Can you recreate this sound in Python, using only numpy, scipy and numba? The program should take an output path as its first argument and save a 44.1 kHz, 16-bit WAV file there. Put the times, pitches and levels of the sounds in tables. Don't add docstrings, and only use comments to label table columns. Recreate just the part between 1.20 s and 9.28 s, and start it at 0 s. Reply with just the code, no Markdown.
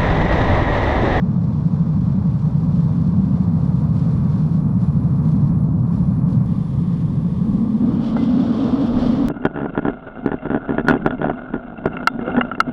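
import sys
import numpy as np
from scipy import signal
from scipy.fft import rfft, irfft, next_fast_len
from scipy.io import wavfile
from scipy.ndimage import uniform_filter1d, minimum_filter1d
from numba import njit

SR = 44100
rng = np.random.default_rng(int(sys.argv[2]) if len(sys.argv) > 2 else 0)


def digitize_waveform(pressure):
    field = np.atleast_2d(pressure).T
    bounded = np.clip(field, -1, 1)
    quanta = np.round(bounded * 32767).astype(np.int16)
    wavfile.write(sys.argv[1], SR, quanta)


N = 356548
TIME = np.arange(N) / SR

# time in seconds, pitch before its bend in Hz, level in dB.
WHISTLE_PATH = [(0, 9880, -81.5), (2.4, 10200, -74.5), (4.3, 10150, -73), (4.43, 10050, -70),
                (4.47, 10100, -80), (4.72, 10160, -73.5), (5.25, 10200, -72), (5.28, 9680, -74.5),
                (7.4, 9600, -80.5), (8.05, 9520, -78)]
# time in seconds, share of its travel (0-1).
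LID_PATH = [(6.18, 0), (6.27, .07), (6.33, .04), (6.39, .16), (6.56, .14), (6.68, .38), (6.86, 0.62),
            (7.02, .76), (7.5, 1)]
# time in seconds, share uncovered (0-1).
JET_UNCOVERED = [(6.64, 0), (6.67, .4), (6.8, .4), (6.83, .88), (7.0, .97), (7.4, 1)]
# time in seconds, share (0-1).
FURNACE_OFF_AXIS = [(0, .14), (1.5, 0.67), (5.25, 0.99), (5.28, 0), (7.3, 0.05), (8.05, 0.46)]

# frequency in Hz, relative density in dB per Hz.
BURN_LID_SHUT = [(15, -14), (40, -3), (70, 3), (130, 1.5), (200, -2.5), (255, -5.5), (300, -10.5),
                 (345, -16), (450, -37.5), (900, -58)]
BURN_LID_AWAY = [(15, -16.5), (70, 4), (130, 1), (200, -1), (270, -2.5), (330, -10), (385, -24.5),
                 (460, -38.5), (900, -59.5)]
# frequency in Hz, relative density in dB per Hz.
ROAR_FROM_ABOVE = [(250, -19), (350, -5), (430, 2), (520, -1), (650, -4.5), (800, -7), (930, -4.5),
                   (1170, -8), (1400, -16.5), (1650, -21), (1900, -27), (2400, -35), (3200, -48.5),
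                   (6000, -73)]
ROAR_FROM_ASIDE = [(250, -23), (350, -1.5), (420, 0), (510, -0.5), (620, -11), (780, -10), (950, -9),
                   (1160, -9), (1380, -23), (1800, -24.5), (2300, -34), (3200, -42.5), (6000, -70.5)]
ROAR_LID_AWAY = [(280, -22), (385, -3.5), (440, 2), (540, 0), (700, -4), (920, -10.5), (1180, -10),
                 (1450, -16), (1850, -29.5), (2400, -31.5), (3200, -42), (6000, -70)]
# frequency in Hz, relative density in dB per Hz.
HISS_FROM_ABOVE = [(1200, -9.5), (2000, 1), (2400, 1), (2650, -.5), (2850, 0), (3020, -4), (3300, -1.5),
                   (3950, 1), (4450, 1.5), (5020, -3.5), (5450, -.5), (6100, -7.5), (6500, -9), (7700, -14),
                   (10000, -35)]
HISS_FROM_ASIDE = [(1200, -11), (2000, 0), (2700, -1.5), (3000, -1), (3400, 0.5), (4000, -2), (4700, -3),
                   (5600, -7), (7500, -21), (10000, -32)]
HISS_LID_AWAY = [(1500, -8), (2400, -7), (2750, -1.5), (3100, 2), (3500, .8), (4050, -3.5), (4700, -7),
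                 (5400, -10), (5900, -14), (6300, -19.5), (7500, -23.5), (10000, -43.5)]
# frequency in Hz, relative density in dB per Hz.
SIZZLE_SPECTRUM = [(4500, -19), (6300, -1.5), (7800, -1), (8600, -5.5), (9600, 1), (10800, -17),
                   (12000, -16), (13800, -15.5), (15000, -27)]
# frequency in Hz, relative density in dB per Hz.
BUFFET_SPECTRUM = [(8, -10), (20, -3.5), (45, -2), (80, -12), (200, -41.5), (600, -96)]

# Hz with the lid shut, Hz with the lid away, width of each pass in Hz, relative gain in dB.
CHAMBER_OVERTONES = [(906, 1300, 110, -1.5), (1110, 1500, 100, 7), (1570, 970, 90, -12),
                     (2023, 2800, 66, -9), (2424, 2340, 130, -13)]
# Hz, width of each pass in Hz, relative gain in dB.
BURNER_TUBE_MODES = [(2830, 200, -4), (3150, 330, 0), (3480, 400, 1.5), (4400, 900, -6), (5400, 800, -11)]
# start in seconds, strength in dB.
LID_KNOCKS = [(6.9658, -16.3)]
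# frequency in Hz, strength relative to the blow in dB, t60 in seconds.
LID_SHELL_MODES = [(620, 1.5, .02), (790, 2, .026), (1400, -2, .02), (1540, -14, .05), (1760, -13, .014),
                   (2015, -31, .15), (2046, -23, .32), (2090, -30, .18), (2930, -37, .3)]

# middle in seconds, length in seconds, change in dB.
FLAME_SURGES = [(.36, .2, -1.6), (1.2, .14, -2), (1.58, .2, 2), (1.98, .24, 2), (4.2, .5, 1.8),
                (4.72, .2, -1), (5.15, .22, 2.5), (5.48, .22, -3.5), (5.59, .14, 2), (6.14, .2, -1.5),
                (6.31, .2, 1.5), (6.66, .13, 3.2), (6.87, .16, -4), (7.15, .3, 2.5), (7.38, .25, -1.4),
                (7.7, .16, -1.5), (7.91, .2, 1.5)]
# middle in seconds, length in seconds, change in dB.
ROAR_TOP_CHANGES = [(3.03, .7, 3), (4.53, .42, -7), (5.75, .3, 2), (6.4, .6, -3)]
# start in seconds, end in seconds, change in dB.
HISS_LULL = (3.41, 5.255, -6)
# start in seconds, end in seconds, change in dB.
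HISS_SPURTS = [(-.1, .22, -1.5), (.5, .6, 1.2), (1.2, 1.46, .6), (1.53, 1.64, 2.2), (1.73, 1.92, 1),
               (1.97, 2.05, -0.8), (2.28, 2.34, -3), (2.76, 3.0, 2.8), (3.1, 3.22, 3), (3.29, 3.35, 1),
               (3.59, 3.672, 7.5), (3.67, 3.86, 3), (3.86, 4.035, 2.2), (4.04, 4.16, 6.8), (4.16, 4.3, 4.5),
               (4.44, 4.56, -2), (4.69, 4.8, 5.3), (4.8, 4.99, 3), (5.08, 5.156, 6), (5.15, 5.24, 2.5),
               (5.7, 5.82, 2.3), (6.83, 6.9, 3.5), (6.91, 6.98, -2), (7.01, 7.05, 2.8), (7.19, 7.26, 1.5),
               (7.34, 7.56, 2.5), (7.6, 7.658, 3), (7.78, 7.886, 6), (7.88, 8.0, 2.5)]
# middle in seconds, length in seconds, change in dB.
SIZZLE_SPITS = [(2.93, .16, 3), (3.63, .13, 5), (4.1, .2, 4.5), (5.12, .1, 2.5)]
# middle in seconds, length in seconds, change in dB.
MICROPHONE_GUSTS = [(2.35, .5, 5), (6.33, 0.3, 13), (6.92, .4, 9), (7.8, .36, 19), (8.05, 0.24, 17)]

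CUT_S, CLICK_DB, CLICK_DECAY_S = 5.2614, -33, .00005
LEAN_DB, LEAN_S, SIZZLE_BEAMING = -1.1, 1, 3.6

RIM_SHARE, BOOM_GAP, ROAR_GAP = .14, 0.058, 0.3
OPEN_SHARE = 0.78

SHUT_HZ, OPEN_HZ, CHAMBER_WIDTH_HZ = 164.1, 252, 50.8
BOOM_DB, BOOM_ASIDE_DB, BOOM_OPEN_DB = -15.65, -2.03, 1.3
ROAR_DB, ROAR_ASIDE_DB, ROAR_OPEN_DB = -39.5, -0.43, 10.5
HISS_DB, HISS_ASIDE_DB, HISS_OPEN_DB = -60, 0.1, 10.5
SIZZLE_DB, SIZZLE_ASIDE_DB = -72.5, 2.2
SIZZLE_FOLLOWS = .75

ROAR_TOP_HZ = 1330
SPURT_EDGE_S = .05
CLEAR_S, RASP_HZ, RASP_WIDTH_HZ, RASP_DB = 7.76, 1850, 700, -52.5
FLUTTER_HZ = 62.3
UPPER_WHISTLE_HZ, UPPER_WHISTLE_DB, UPPER_RISE_S = 10360, -5, 4.3
BUFFET_DB, BUFFET_WANDER_DB = -47, 2.5
TOP_HZ = 14800


def undb(db):
    return 10 ** (np.asarray(db) / 20)


def unit(x):
    return x / np.sqrt(np.mean(x ** 2))


def curves(table):
    seconds, *columns = np.transpose(table)
    return [np.interp(TIME, seconds, column) for column in columns]


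def swells(table):
    total = 0
    for middle, length, db in table:
        phase = np.clip((TIME - middle) / length, -.5, .5)
        total = total + db * np.cos(np.pi * phase) ** 2
    return total


def edge(start):
    return np.clip((TIME - start) / SPURT_EDGE_S + .5, 0, 1)


def spurts(table):
    return sum(db * (edge(start) - edge(end)) for start, end, db in table)


def turbulence():
    return rng.standard_normal(N)


def walk(rate):
    hold = int(SR / rate)
    steps = np.repeat(rng.standard_normal(N // hold + 1), hold)
    slewed = uniform_filter1d(uniform_filter1d(steps, hold), hold)
    return unit(slewed[:N])


def colour(x, spectrum):
    hz, db = np.transpose(spectrum)
    size = next_fast_len(N)
    bins = np.maximum(np.arange(size // 2 + 1) * SR / size, 1)
    gain = undb(np.interp(np.log(bins), np.log(hz), db))
    return unit(irfft(rfft(x, size) * gain, size)[:N])


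@njit
def band_pass(x, hz, width):
    y, band, low = np.empty(len(x)), 0., 0.
    for i in range(len(x)):
        g = np.tan(np.pi * hz[i] / SR)
        k = width / hz[i]
        v = (band + g * (x[i] - low)) / (1 + g * (g + k))
        band, low, y[i] = 2 * v - band, low + 2 * g * v, k * v
    return y


def resonate(x, hz, width_hz):
    return band_pass(x, hz * np.ones(N), float(width_hz))


def steep(x, hz, width_hz):
    return resonate(resonate(x, hz, width_hz), hz, width_hz)


def aside():
    return np.clip((TIME - CUT_S) / .004 + .5, 0, 1)


def lean_db():
    return LEAN_DB * np.exp(-TIME / LEAN_S)


def travel():
    return curves(LID_PATH)[0]


def laid_open(gap, shielded):
    return OPEN_SHARE * np.tanh(np.maximum(travel() - shielded, 0) / gap)


def uncover(x, above_vent, past_rim, lid_away, gap, shielded=0):
    step, opening = aside(), laid_open(gap, shielded)
    shut = (1 - step) * colour(x, above_vent) + step * colour(x, past_rim)
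    return (1 - opening) * shut + opening * colour(x, lid_away)


def boom(neck_power=.3, drift=.012):
    neck = travel() ** neck_power
    hz = (SHUT_HZ + (OPEN_HZ - SHUT_HZ) * neck) * (1 + drift * walk(rate=3.3))
    db = BOOM_DB + BOOM_ASIDE_DB * aside() + BOOM_OPEN_DB * neck
    db = db + lean_db() + swells(FLAME_SURGES)
    burning = uncover(turbulence(), BURN_LID_SHUT, BURN_LID_SHUT, BURN_LID_AWAY, BOOM_GAP)
    ringing = resonate(burning, hz, CHAMBER_WIDTH_HZ)
    power = uniform_filter1d(ringing ** 2, size=SR // 9)
    return ringing / np.sqrt(power) * undb(db)


def roar(flicker_db=0.55, wander_db=0.3, surge_share=0.25, jet_share=0.097, overtone_db=-15.0):
    db = ROAR_DB + ROAR_ASIDE_DB * aside() + ROAR_OPEN_DB * travel() + lean_db()
    db = db + surge_share * swells(FLAME_SURGES) + jet_share * spurts(HISS_SPURTS)
    db = db + wander_db * walk(rate=3.5)

    eddies = turbulence() * undb(flicker_db * walk(rate=45))
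    broad = uncover(eddies, ROAR_FROM_ABOVE, ROAR_FROM_ASIDE, ROAR_LID_AWAY, ROAR_GAP, RIM_SHARE)

    clear = np.clip((travel() - RIM_SHARE) / (1 - RIM_SHARE), 0, 1)
    modes = np.zeros(N)
    for shut_hz, open_hz, width, mode_db in CHAMBER_OVERTONES:
        hz = shut_hz + (open_hz - shut_hz) * clear
        modes += undb(mode_db) * steep(turbulence(), hz, width)
    fading = undb(overtone_db) * (1 - travel() ** 2)
    flame = (broad + fading * unit(modes)) * undb(db)

    high_pass = signal.butter(6, ROAR_TOP_HZ, "high", fs=SR, output="sos")
    top = signal.sosfiltfilt(high_pass, flame)
    return flame + top * (undb(swells(ROAR_TOP_CHANGES)) - 1)


def jet(waver_db=0.5, sputter_db=1., sizzle_waver_db=0.8, steadying=0.43, tube_db=-8, tube_aside_db=4):
    spurt_db = spurts([HISS_LULL] + HISS_SPURTS)
    waver = walk(rate=29) * (1 - steadying * aside())
    uncovered = curves(JET_UNCOVERED)[0]

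    tube = np.zeros(N)
    for hz, width, mode_db in BURNER_TUBE_MODES:
        tube += undb(mode_db) * steep(turbulence(), hz, width)
    rush = uncover(turbulence(), HISS_FROM_ABOVE, HISS_FROM_ASIDE, HISS_LID_AWAY, ROAR_GAP, RIM_SHARE)
    tube_gain = undb(tube_db + tube_aside_db * aside())
    hiss_db = HISS_DB + HISS_ASIDE_DB * aside() + HISS_OPEN_DB * uncovered + lean_db() + spurt_db
    hiss = unit(rush + tube_gain * unit(tube)) * undb(hiss_db)

    sizzle_db = SIZZLE_DB + SIZZLE_ASIDE_DB * aside() + SIZZLE_BEAMING * lean_db()
    sizzle_db = sizzle_db + swells(SIZZLE_SPITS) + SIZZLE_FOLLOWS * spurt_db + sizzle_waver_db * waver
    sizzle = colour(turbulence(), SIZZLE_SPECTRUM) * undb(sizzle_db)

    rasp = unit(steep(turbulence(), RASP_HZ, RASP_WIDTH_HZ)) * undb(RASP_DB) * edge(CLEAR_S)
    return (hiss + sizzle + rasp) * undb(waver_db * waver + sputter_db * walk(rate=140))


def supply(depth=0.8, stray_hz=.6, bend_hz=260, jitter_hz=100):
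    hz, db = curves(WHISTLE_PATH)
    flutter_hz = FLUTTER_HZ + stray_hz * walk(rate=4)
    pressure = np.sin(2 * np.pi * np.cumsum(flutter_hz) / SR)

    def puffs(centre_hz):
        pitch = centre_hz + bend_hz * (pressure - .5) + jitter_hz * walk(rate=1500)
        tone = np.sin(2 * np.pi * np.cumsum(pitch) / SR)
        return unit(tone * (1 + depth * np.tanh(2.2 * pressure)))

    build_up = np.clip(TIME / UPPER_RISE_S, 0, 1) ** 2
    fade_out = 1 - curves(JET_UNCOVERED)[0]
    upper = undb(UPPER_WHISTLE_DB) * build_up * fade_out
    return (puffs(hz) + upper * puffs(UPPER_WHISTLE_HZ)) * undb(db)


def buffet():
    db = BUFFET_DB + BUFFET_WANDER_DB * walk(rate=2.7) + swells(MICROPHONE_GUSTS)
    return colour(turbulence(), BUFFET_SPECTRUM) * undb(db)


def edit_click():
    age = TIME - CUT_S
    return undb(CLICK_DB) * (age >= 0) * np.exp(-np.abs(age) / CLICK_DECAY_S)


def lid():
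    out = np.zeros(N)
    for start, blow_db in LID_KNOCKS:
        age = np.maximum(TIME - start, 0)
        for hz, db, t60 in LID_SHELL_MODES:
            onset = (1 - np.exp(-age / max(t60 / 100, .0006))) ** 2
            decay = np.exp(-np.log(1000) * age / t60)
            out += undb(blow_db + db) * onset * np.sin(2 * np.pi * hz * age) * decay
    return out


def ports(x, lag_s=3.4e-5, shade_hz=2600, imbalance=.01):
    off_axis = curves(FURNACE_OFF_AXIS)[0]
    low_pass = signal.butter(1, shade_hz, fs=SR, output="sos")
    slope = signal.sosfiltfilt(low_pass, np.gradient(x) * SR)
    stray = undb(-21.5) * roar() + undb(-5.5) * jet() + undb(-7.5) * supply() + undb(-11.5) * buffet()
    side = off_axis * (stray - lag_s / 2 * slope - imbalance * x)
    return np.array([x + side, x - side])


def scene():
    return ports(boom() + roar() + jet() + supply() + buffet() + edit_click() + lid())


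def record(dry, ceiling=.53):
    headroom = np.minimum(1, ceiling / (np.abs(dry).max(axis=0) + 1e-9))
    gain = uniform_filter1d(minimum_filter1d(headroom, size=700), size=700)
    top_cut = signal.ellip(8, .2, 70, TOP_HZ, fs=SR, output="sos")
    return signal.sosfilt(top_cut, dry * gain)


dry = scene()
out = record(dry)
digitize_waveform(out)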